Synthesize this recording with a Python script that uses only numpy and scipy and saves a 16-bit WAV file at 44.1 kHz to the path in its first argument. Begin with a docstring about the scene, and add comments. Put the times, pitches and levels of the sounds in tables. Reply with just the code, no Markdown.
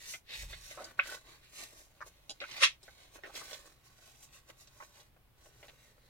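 """A hand rubs softly over stiff paper, then edges tap and catch: a thick handmade journal is leafed through
on a cloth-covered table, close to a stereo microphone in a small quiet room. Rubs and taps are dense random
clicks, filtered and combed by nearby bounces; a tucked card snaps as a set of ringing modes and judders on;
one heavy leaf whips over as swelling bands of such clicks. A passing hand puffs air at the microphone as a
low wobble, over shaped noise and a faint hum for the room."""
import sys
import numpy as np
from scipy import signal
from scipy.fft import rfft, irfft
from scipy.io import wavfile
from scipy.ndimage import uniform_filter1d

SR = 44100
rng = np.random.default_rng(int(sys.argv[2]) if len(sys.argv) > 2 else 0)


def waveform_to_disk(signal):
    """Save audio, clipped to [-1, 1], as 16-bit WAV at the path in sys.argv[1]."""
    frames = np.transpose(np.atleast_2d(signal))
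    scaled = np.clip(frames, -1, 1) * 32767
    samples = np.round(scaled).astype(np.int16)
    wavfile.write(sys.argv[1], SR, samples)


N = 268877
TIME = np.arange(N) / SR  # s
FREQ = np.maximum(np.fft.rfftfreq(N, 1 / SR), 1)  # Hz

# Strokes of a hand or card over the paper. Each row: fastest moment in seconds, speeding up in seconds,
# slowing down in seconds, scrape level in dB, fibre hiss over the scrape in dB, page body over the scrape in dB.
HAND_STROKES = [(0.038, 0.044, 0.044, -53.5, 0.5, -14.5), (.11, .04, 0.046, -51.5, 9.5, -17),
                (.33, 0.043, 0.085, -43.5, -23, -15.5), (.385, 0.066, 0.076, -54, 4, -20),
                (.52, 0.068, 0.083, -53, -5, -10), (.68, 0.064, 0.083, -52.5, 2.5, -10.5),
                (0.851, 0.14, 0.079, -58, -2.5, 2), (.98, .008, 0.034, -55.5, -8.5, -1),
                (1.085, 0.056, 0.1, -52, 0, -5.5), (1.15, .04, 0.021, -51.5, -1.5, -1.5),
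                (1.284, 0.037, 0.095, -57, -4.5, -2), (1.455, 0.049, 0.036, -62, -8, -13),
                (1.595, 0.067, 0.091, -51, 1.5, -7.5), (1.765, 0.069, 0.11, -65, 5.5, 1),
                (2.075, 0.022, 0.016, -59, 4.5, 1), (2.57, .11, 0.074, -46.5, -9.5, -10.5),
                (2.87, 0.053, 0.1, -63, -3.5, -5.5), (3.005, 0.034, 0.14, -62.5, -5.5, -5),
                (3.155, 0.03, 0.019, -58.5, 2.5, -0.5), (3.27, 0.044, 0.086, -61, -4.5, 1.5),
                (3.37, 0.032, 0.06, -47, 0.5, -7), (3.53, 0.1, 0.066, -51, 1, -5),
                (3.666, 0.05, 0.053, -64.5, 1.5, -1.5), (3.865, 0.028, 0.019, -66.5, 2, -3.5),
                (4.08, .17, 0.12, -66, 2.5, -1.5), (4.235, 0.058, 0.032, -65, 7.5, -4),
                (4.343, 0.029, 0.049, -57.5, 0.5, -9), (4.502, 0.024, 0.012, -60, 1, 3),
                (4.61, 0.031, 0.033, -64, 7, -5), (4.82, 0.082, 0.076, -64.5, 3.5, -0.5),
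                (4.985, 0.07, 0.067, -63.5, 0, -1.5), (5.465, 0.048, 0.039, -70.5, 7.5, -3),
                (5.62, 0.081, 0.11, -67, 3, -0.5), (5.85, 0.098, 0.066, -66.5, -2.5, -12)]
# Spans in which the fidgeting fingers hold still. Each row: start in seconds, end in seconds.
FINGERS_STILL = [(.2, .27), (2.76, 2.81), (5.08, 5.38)]
# Colour of the scrape over stiff paper. Each row: frequency in Hz, relative level in dB.
SCRAPE_COLOUR = [(700, -27), (1400, -15.5), (1900, 0.5), (2600, 0), (3100, -1.5), (4100, 2.5), (5500, -11),
                 (9000, -30)]
# Colour of the hiss in the paper fibres. Each row: frequency in Hz, relative level in dB.
HISS_COLOUR = [(2500, -22.5), (4500, -6.5), (6000, 0.5), (7500, -1.5), (10000, -7.5), (13000, -9.5),
               (15500, -14.5)]
# Colour of the drumming page body. Each row: frequency in Hz, relative level in dB.
BODY_COLOUR = [(120, -28), (250, -5.5), (400, -1.5), (600, -3), (950, -4), (1500, -7), (2300, -14),
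               (4000, -33)]
# Resonances of the stacked pages. Each row: frequency in Hz, width in Hz, level over the drive in dB.
STACK_MODES = [(350, 66, -3), (590, 100, 4), (754, 87, -6), (1114, 74, 6), (1500, 67, 9), (1880, 83, -1.5),
               (2540, 92, -14.5)]
# Edges and fingertips that land or catch. Each row: start in seconds, scuff length in seconds,
# crackle level in dB before its trim, crackle centre in Hz, thud of the book in dB before its trim.
EDGE_TAPS = [(0.138, 0.025, -45, 2210, -53), (0.431, 0.017, -60, 1790, -53.5),
             (0.529, 0.018, -46, 2290, -50.5), (0.711, 0.019, -50, 2150, -53.5),
             (0.775, 0.042, -51.5, 1380, -46.5), (0.806, 0.037, -52, 745, -51),
             (0.843, .014, -46, 5130, -47), (1.116, 0.012, -53, 1700, -47), (1.628, .012, -60, 5000, -47.5),
             (2.006, 0.0087, -49, 1460, -52), (2.014, 0.02, -42.5, 1240, -54),
             (2.295, 0.029, -42, 4380, -51.5), (2.403, .016, -44.5, 2620, -52.5),
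             (2.416, 0.023, -41.5, 2130, -45), (2.439, 0.02, -43.5, 1630, -61),
             (2.513, .018, -49, 3300, -63), (2.574, 0.014, -48, 3770, -70), (2.83, 0.019, -55.5, 5430, -60),
             (2.88, 0.018, -58, 1610, -52.5), (3.179, 0.018, -60.5, 1810, -53),
             (3.236, 0.032, -49, 2030, -45.5), (3.295, 0.02, -56.5, 900, -54.5),
             (3.353, 0.021, -47.5, 3600, -52.5), (3.413, 0.018, -53, 1240, -47.5),
             (3.531, 0.02, -47, 3740, -65), (4.5, 0.0077, -52.5, 2180, -51),
             (4.673, 0.013, -58.5, 4180, -75), (4.802, 0.02, -48.5, 1240, -56.5),
             (4.824, 0.014, -52.5, 1600, -50.5), (5.001, 0.012, -62, 3600, -79),
             (5.164, .014, -70.5, 1530, -63.5), (5.458, 0.016, -67, 2180, -57.5),
             (5.629, 0.023, -56.5, 2100, -54), (5.683, 0.021, -55.5, 2510, -54),
             (5.98, 0.0066, -70.5, 1530, -59.5)]
# Colour of the thud into the book. 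Each row: frequency in Hz, level in dB.
THUD_COLOUR = [(70, -25.5), (200, -15.5), (350, -5), (560, -1), (800, -3), (1300, -18.5), (3000, -33.5)]
# The broad flexing of the whipping leaf, then its edge. Each row: peak time in seconds, peak level in dB,
# centre in Hz, width in octaves, rise in dB per second, fall in dB per second.
WHIP_BANDS = [(2.628, -40, 444, 0.98, 1298.5, 649), (2.635, -29, 1330, 0.73, 750, 598),
              (2.638, -19, 2680, 1.03, 901.5, 469.5), (2.637, -24.5, 4250, 1.08, 795.5, 479.5),
              (2.635, -33.5, 7360, 1.01, 699, 540.5)]
# Resonances of the leaf in flight. Each row: frequency in Hz, width in Hz, level over the drive in dB.
FLYING_LEAF_MODES = [(350, 34, -9.5), (545, 70, 1), (955, 60, 3.5), (1100, 50, -3), (1330, 37, -2.5),
                     (1863, 49, -5), (2130, 70, -8.5), (2330, 35, -10.5), (2600, 130, -3), (3460, 75, -10),
                     (6160, 140, -5)]
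# Modes of the snapping card, struck as the bend runs out to its edge. Each row: frequency in Hz,
# delay in seconds, rise in seconds, 60 dB decay time in seconds, level in dB.
SNAP_MODES = [(569, 0.00072, 0.0011, 0.064, -37.5), (726, 0.00238, .001, 0.061, -43.5),
              (1134, 0.0048, 0.0012, 0.035, -28.5), (1360, 0.00423, 0.00078, 0.028, -32),
              (1512, 0.00085, 0.0017, 0.033, -14.5), (1706, 0.00089, .001, 0.027, -27.5),
              (2064, 0.0071, 0.0019, 0.043, -28.5), (2276, .005, .001, 0.024, -17.5),
              (2520, .005, 0.00062, 0.028, -16.5), (2760, .0052, .001, 0.02, -24)]
# Strength of the air puff at the microphone. Each row: time in seconds, level in dB.
PUFF_LEVEL = [(.28, -93), (.36, -62), (.40, -45.5), (.46, -43), (.52, -49.5), (.58, -55.5), (.68, -62),
              (.85, -82)]
# Colour of the room air and microphone hiss. Each row: frequency in Hz, relative density in dB per Hz.
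ROOM_COLOUR = [(20, -6.5), (42, -1.5), (65, -4), (95, -9), (130, -5.5), (180, -15.5), (300, -18),
               (600, -20.5), (1200, -23.5), (3000, -26.5), (7000, -36), (11000, -33), (15500, -30)]
# How alike the two microphones hear the sound. Each row: frequency in Hz, likeness (used within 0 to 1).
MICROPHONE_LIKENESS = [(40, 1.08), (300, 0.35), (600, 0.52), (1400, 0.15), (2500, -0.05), (5000, -0.95),
                       (12000, -0.46)]
# Balance of the two microphones. Each row: frequency in Hz, left minus right in dB.
LEFT_RIGHT_BALANCE = [(100, 0), (600, 0), (1100, -2.5), (1600, 0), (2600, -2), (4000, -3), (6500, -2),
                      (10000, 4.5), (15000, 0)]

STROKE_END_DB, STROKE_CURVE = -10.5, 1.7  # level at the end of each rise or fall, and power of its curve
FIDGET_DB, FIDGET_HISS_DB, FIDGET_BODY_DB = -74.5, -3.5, -2.5  # scrape; hiss and body over the scrape
RING_SHARE = .93  # pitch at which the held sheet rings, as a share of the crackle's centre
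SNAP_S = .9907
PUFF_HZ, PUFF_WANDER_HZ = 44.4, 4
ROOM_TONE_DB, HUM_HZ, HUM_DB = -66, 122, -77
ROOM_T60_S, ROOM_DB = 0.15, -16
LEFT_LEAD_S = .00007  # the sound reaches the left microphone this much sooner
TOP_HZ = 15900


def rubbing(palm_db=-1.5, fingers_db=-6.5):
    """Palm and fingertips slide together at two separate spots of the paper."""
    motion = hand_motion()
    palm = sliding_contact(motion)
    fingers = sliding_contact(motion)
    return palm * undb(palm_db) + fingers * undb(fingers_db)


def hand_motion(wander_db=2):
    """Gains of scrape, hiss and page body: strokes swell and fade over a faint fidgeting of the fingers."""
    still = sum((TIME > start) & (TIME < end) for start, end in FINGERS_STILL)
    moving = uniform_filter1d(1. - still, size=SR // 20)
    fidget = moving * undb(FIDGET_DB + wander_db * walk(9))
    power = np.outer(undb([0, FIDGET_HISS_DB, FIDGET_BODY_DB]), fidget) ** 2
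    for s, rise, fall, db, hiss_db, body_db in HAND_STROKES:
        near = (TIME > s - 3 * rise) & (TIME < s + 3 * fall)
        away = np.maximum((s - TIME[near]) / rise, (TIME[near] - s) / fall)
        swell = undb(db + STROKE_END_DB * away ** STROKE_CURVE)
        power[:, near] += np.outer(undb([0, hiss_db, body_db]), swell) ** 2
    return np.sqrt(power)


def sliding_contact(motion, judder_db=1.9, grip_db=1.87, snag_share=0.36):
    """Slips rasp the surface, hiss in the fibres and drum on the page; coarse fibres snag, the grip is uneven."""
    scrape_gain, hiss_gain, body_gain = motion
    grip = undb(judder_db * walk(170) + grip_db * walk(45) - 0.66)
    snags = snag_share * unit(slips(per_s=420, spread_db=1.5))
    rasp = unit(slips(per_s=7000, spread_db=2.5)) + snags
    fibres = unit(slips(per_s=15000, spread_db=2.5)) + snags
    drumming = slips(per_s=1800, spread_db=3.5)

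    scrape = unit(ringing(shape(rasp, undb(over_hz(SCRAPE_COLOUR))), STACK_MODES))
    hiss = touch(unit(shape(fibres, undb(over_hz(HISS_COLOUR)))), hiss_gain)
    body = unit(ringing(shape(drumming, undb(over_hz(BODY_COLOUR))), STACK_MODES))
    contact = scrape * scrape_gain + hiss * hiss_gain + body * body_gain
    return moving_bounces(grip * contact)


def touch(hiss, gain, top_hz=9300, even_db=-57, fineness=0.17):
    """A light touch hisses finer than a firm one: the top of the hiss grows less than the rest."""
    top = shape(hiss, 1 / (1 + (top_hz / FREQ) ** 8))
    top_gain = np.minimum((gain / undb(even_db) + 1e-9) ** -fineness, 2)
    return hiss + top * (top_gain - 1)


def taps(octaves=1.48, ring_width_hz=90, ring_db=-6, tick_db=-13, crackle_trim_db=-2, thud_trim_db=-9):
    """Each landing edge ticks, crackles, rings the sheet near the crackle's centre, and thuds into the book."""
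    crackles, thuds = np.zeros((2, N)), np.zeros((2, N))
    for s, length, db, hz, thud_db in EDGE_TAPS:
        push = bounces(scuff(length), t60_s=0.0068, direct=0.81)
        tick = unit(band(push, hz=2500, octaves=2.6))
        crackle = unit(band(push, hz, octaves))
        ring_hz = RING_SHARE * hz
        b, a = signal.iirpeak(ring_hz, ring_hz / ring_width_hz, fs=SR)
        ring = unit(signal.lfilter(b, a, band(push, ring_hz, 1.0)))
        fill = np.sqrt(length * SR / push.shape[1])  # the energy sits within the scuff's length
        touchdown = crackle + undb(ring_db) * ring + undb(tick_db) * tick
        add(crackles, s, touchdown * fill * undb(db))
        thud = push / np.std(band(push, hz=534, octaves=1.1))
        add(thuds, s, thud * fill * undb(thud_db))
    thuds = ringing(shape(thuds, undb(over_hz(THUD_COLOUR))), STACK_MODES)
    return crackles * undb(crackle_trim_db) + thuds * undb(thud_trim_db)


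def scuff(length, contact=.42, release_s=0.0034):
    """One contact: a sharp first touch, then slips that die as the edge settles."""
    t = TIME[:SR // 8]
    release = 1 + np.exp(np.minimum((t - length) / release_s, 50))
    pressure = np.exp(-.7 * t / length) / release
    push = slips(per_s=7000, spread_db=2.0, size=len(t)) * pressure
    push[0] += contact * np.sqrt(np.sum(push ** 2))
    return push


def leaf_whip(crest_s=0.0044):
    """The stiff leaf scrapes over its neighbour in a steep swell, springs free and swishes out."""
    out = np.zeros((2, N))
    for s, db, hz, octaves, rise, fall in WHIP_BANDS:
        away = np.hypot(TIME - s, crest_s) - crest_s  # a rounded crest
        swell = undb(db - away * np.where(TIME < s, rise, fall))
        one_edge = bounces(slips(per_s=16000, spread_db=1.5), t60_s=.04, direct=0.27)
        other_edge = bounces(slips(per_s=16000, spread_db=1.5), t60_s=.04, direct=0.27)
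        out += swell * unit(ringing(band(one_edge + other_edge, hz, octaves), FLYING_LEAF_MODES))
    return out


def card_snap(flutter_db=-37, flutter_t60_s=0.19):
    """A bent card springs flat: its modes swell and ring briefly, and its edge buzzes against the page."""
    out = np.zeros((2, N))
    t = TIME[:SR // 4]
    for hz, delay, rise, t60, db in SNAP_MODES:
        onset = np.sin(np.pi / 2 * np.minimum(t / rise, 1)) ** 2
        ring = onset * undb(db - 60 * t / t60)
        skew = np.array([[.5], [-.5]]) * hz / 5000  # higher modes reach the two sides out of step
        add(out, SNAP_S + delay, ring * np.sin(2 * np.pi * hz * t + skew))
    buzz = bounces(slips(per_s=6000, spread_db=2, size=len(t)))
    flutter = unit(band(buzz, hz=2090, octaves=1.12))
    add(out, SNAP_S + .005, flutter * undb(flutter_db - 60 * t / flutter_t60_s))
    return out


def card_drag(middle_s=1.107, spread_s=0.053, hz=1505, width_hz=110, judder_db=3, db=-49):
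    """The released card judders on over the page, its slips sounding its strongest mode."""
    song = unit(shape(slips(per_s=700, spread_db=1.0), resonance(hz, width_hz) ** 2))
    stroke = np.exp(-.5 * ((TIME - middle_s) / spread_s) ** 4)
    return song * stroke * undb(db + judder_db * walk(119.4))


def air_puff():
    """Air pushed by the hand sets off a low, uneven wobble, alike at both microphones."""
    s, db = np.transpose(PUFF_LEVEL)
    phase = 2 * np.pi * np.cumsum(PUFF_HZ + PUFF_WANDER_HZ * walk(25)) / SR
    eddies = unit(band(rng.standard_normal(N), hz=43, octaves=2.2))
    wobble = 0.77 * np.sin(phase) + .5 * eddies
    return wobble * undb(np.interp(TIME, s, db))


def bounces(x, t60_s=.028, direct=0.41):
    """Direct sound, then bounces off leaves, hands and table that comb it, differently for each side."""
    t = TIME[:2048]
    paths = rfft(rng.standard_normal((2, len(t))) * undb(-60 * t / t60_s))
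    paths /= np.sqrt(uniform_filter1d(np.abs(paths) ** 2, size=36, axis=1))  # ripples, but no overall colour
    paths = (direct + paths) / np.hypot(direct, 1)
    response = irfft(paths)[:, :len(t) // 2]
    return signal.fftconvolve(x[None], response, axes=1)[:, :len(x)]


def moving_bounces(x):
    """As the hand travels, one pattern of bounces gives way to the next."""
    hop = int(.2 * SR)
    fade = np.sin(np.pi * np.arange(2 * hop) / (2 * hop))
    padded = np.pad(x, (hop, 2 * hop))
    out = np.zeros((2, len(padded)))
    for start in range(0, N + hop, hop):
        out[:, start:start + 2 * hop] += bounces(padded[start:start + 2 * hop] * fade)
    return out[:, hop:hop + N]


def ringing(x, modes):
    """Stiff paper rings along with whatever drives it."""
    return shape(x, 1 + sum(undb(db) * resonance(hz, width) for hz, width, db in modes))


def two_ports(x):
    """Long waves reach both microphones alike, short ones differently."""
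    alike = np.clip(over_hz(MICROPHONE_LIKENESS), 0, 1)
    mid = shape(x[0] + x[1], np.sqrt(1 + alike) / 2)
    side = shape(x[0] - x[1], np.sqrt(1 - alike) / 2)
    return np.array([mid + side, mid - side])


def room(x, first_echo_s=0.0029):
    """Table and near walls return a short diffuse tail."""
    t = TIME[:SR // 2]
    diffuse = band(rng.standard_normal((2, len(t))), hz=1685, octaves=5.66)
    tail = diffuse * undb(-60 * t / ROOM_T60_S) * (t > first_echo_s)
    tail = unit(tail) / np.sqrt(len(t))  # unit energy for each side
    return x + undb(ROOM_DB) * signal.fftconvolve(x, tail, axes=1)[:, :N]


def room_tone():
    """Low steady rumble, a faint hum and microphone hiss, all from filtered noise."""
    air = unit(two_ports(shape(rng.standard_normal((2, N)), undb(over_hz(ROOM_COLOUR)))))
    hum = unit(shape(rng.standard_normal(N), resonance(HUM_HZ, width_hz=15) ** 2))
    return air * undb(ROOM_TONE_DB) + hum * undb(HUM_DB)


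def slips(per_s, spread_db, size=N):
    """Fibres catching and letting go: dense clicks of uneven size."""
    happens = rng.random(size) < per_s / SR
    strength = happens * undb(spread_db * np.minimum(rng.exponential(size=size), 4))
    return strength * rng.standard_normal(size)


def walk(rate):
    """Smooth random wander with a spread near 1, drawn afresh `rate` times a second."""
    knots = np.arange(0, N / SR + 1, 1 / rate)
    return np.interp(TIME, knots, rng.standard_normal(len(knots)))


def resonance(hz, width_hz):
    """Response of one damped mode, gain 1 at its centre."""
    return 1 / (1 + 1j * (FREQ ** 2 - hz ** 2) / (FREQ * width_hz))


def band(x, hz, octaves):
    """Causal band-pass around a centre."""
    edges = np.clip(hz * 2 ** (np.array([-.5, .5]) * octaves), 20, .45 * SR)
    return signal.sosfilt(signal.butter(3, edges, "band", fs=SR, output="sos"), x)


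def shape(x, gain):
    """Filter by a gain per frequency."""
    return irfft(rfft(x) * gain, N)


def over_hz(points, freq=FREQ):
    """Join (Hz, value) points on a log-frequency axis."""
    hz, value = np.transpose(points)
    return np.interp(np.log(freq), np.log(hz), value)


def undb(db):
    """Decibels to gain."""
    return 10 ** (np.asarray(db) / 20)


def unit(x):
    """Scale to rms 1."""
    return x / np.sqrt(np.mean(x ** 2))


def add(track, s, sound):
    """Mix a short stereo sound in at a time in seconds."""
    start = int(s * SR)
    track[:, start:start + sound.shape[1]] += sound[:, :N - start]


def scene():
    """The book lies a little nearer the left microphone; its tilted leaves throw some bands to the right."""
    paper = two_ports(rubbing() + taps() + leaf_whip()) + card_snap() + card_drag()
    sides = np.array([[.5], [-.5]])  # left, right
    level = undb(sides * over_hz(LEFT_RIGHT_BALANCE))
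    lead = np.exp(2j * np.pi * FREQ * sides * LEFT_LEAD_S)
    return room(shape(paper, level * lead)) + air_puff() + room_tone()


def record(dry):
    """The recorder cuts the top with a steep low-pass."""
    return signal.sosfilt(signal.ellip(10, .2, 80, TOP_HZ, fs=SR, output="sos"), dry)


dry = scene()
out = record(dry)
waveform_to_disk(out)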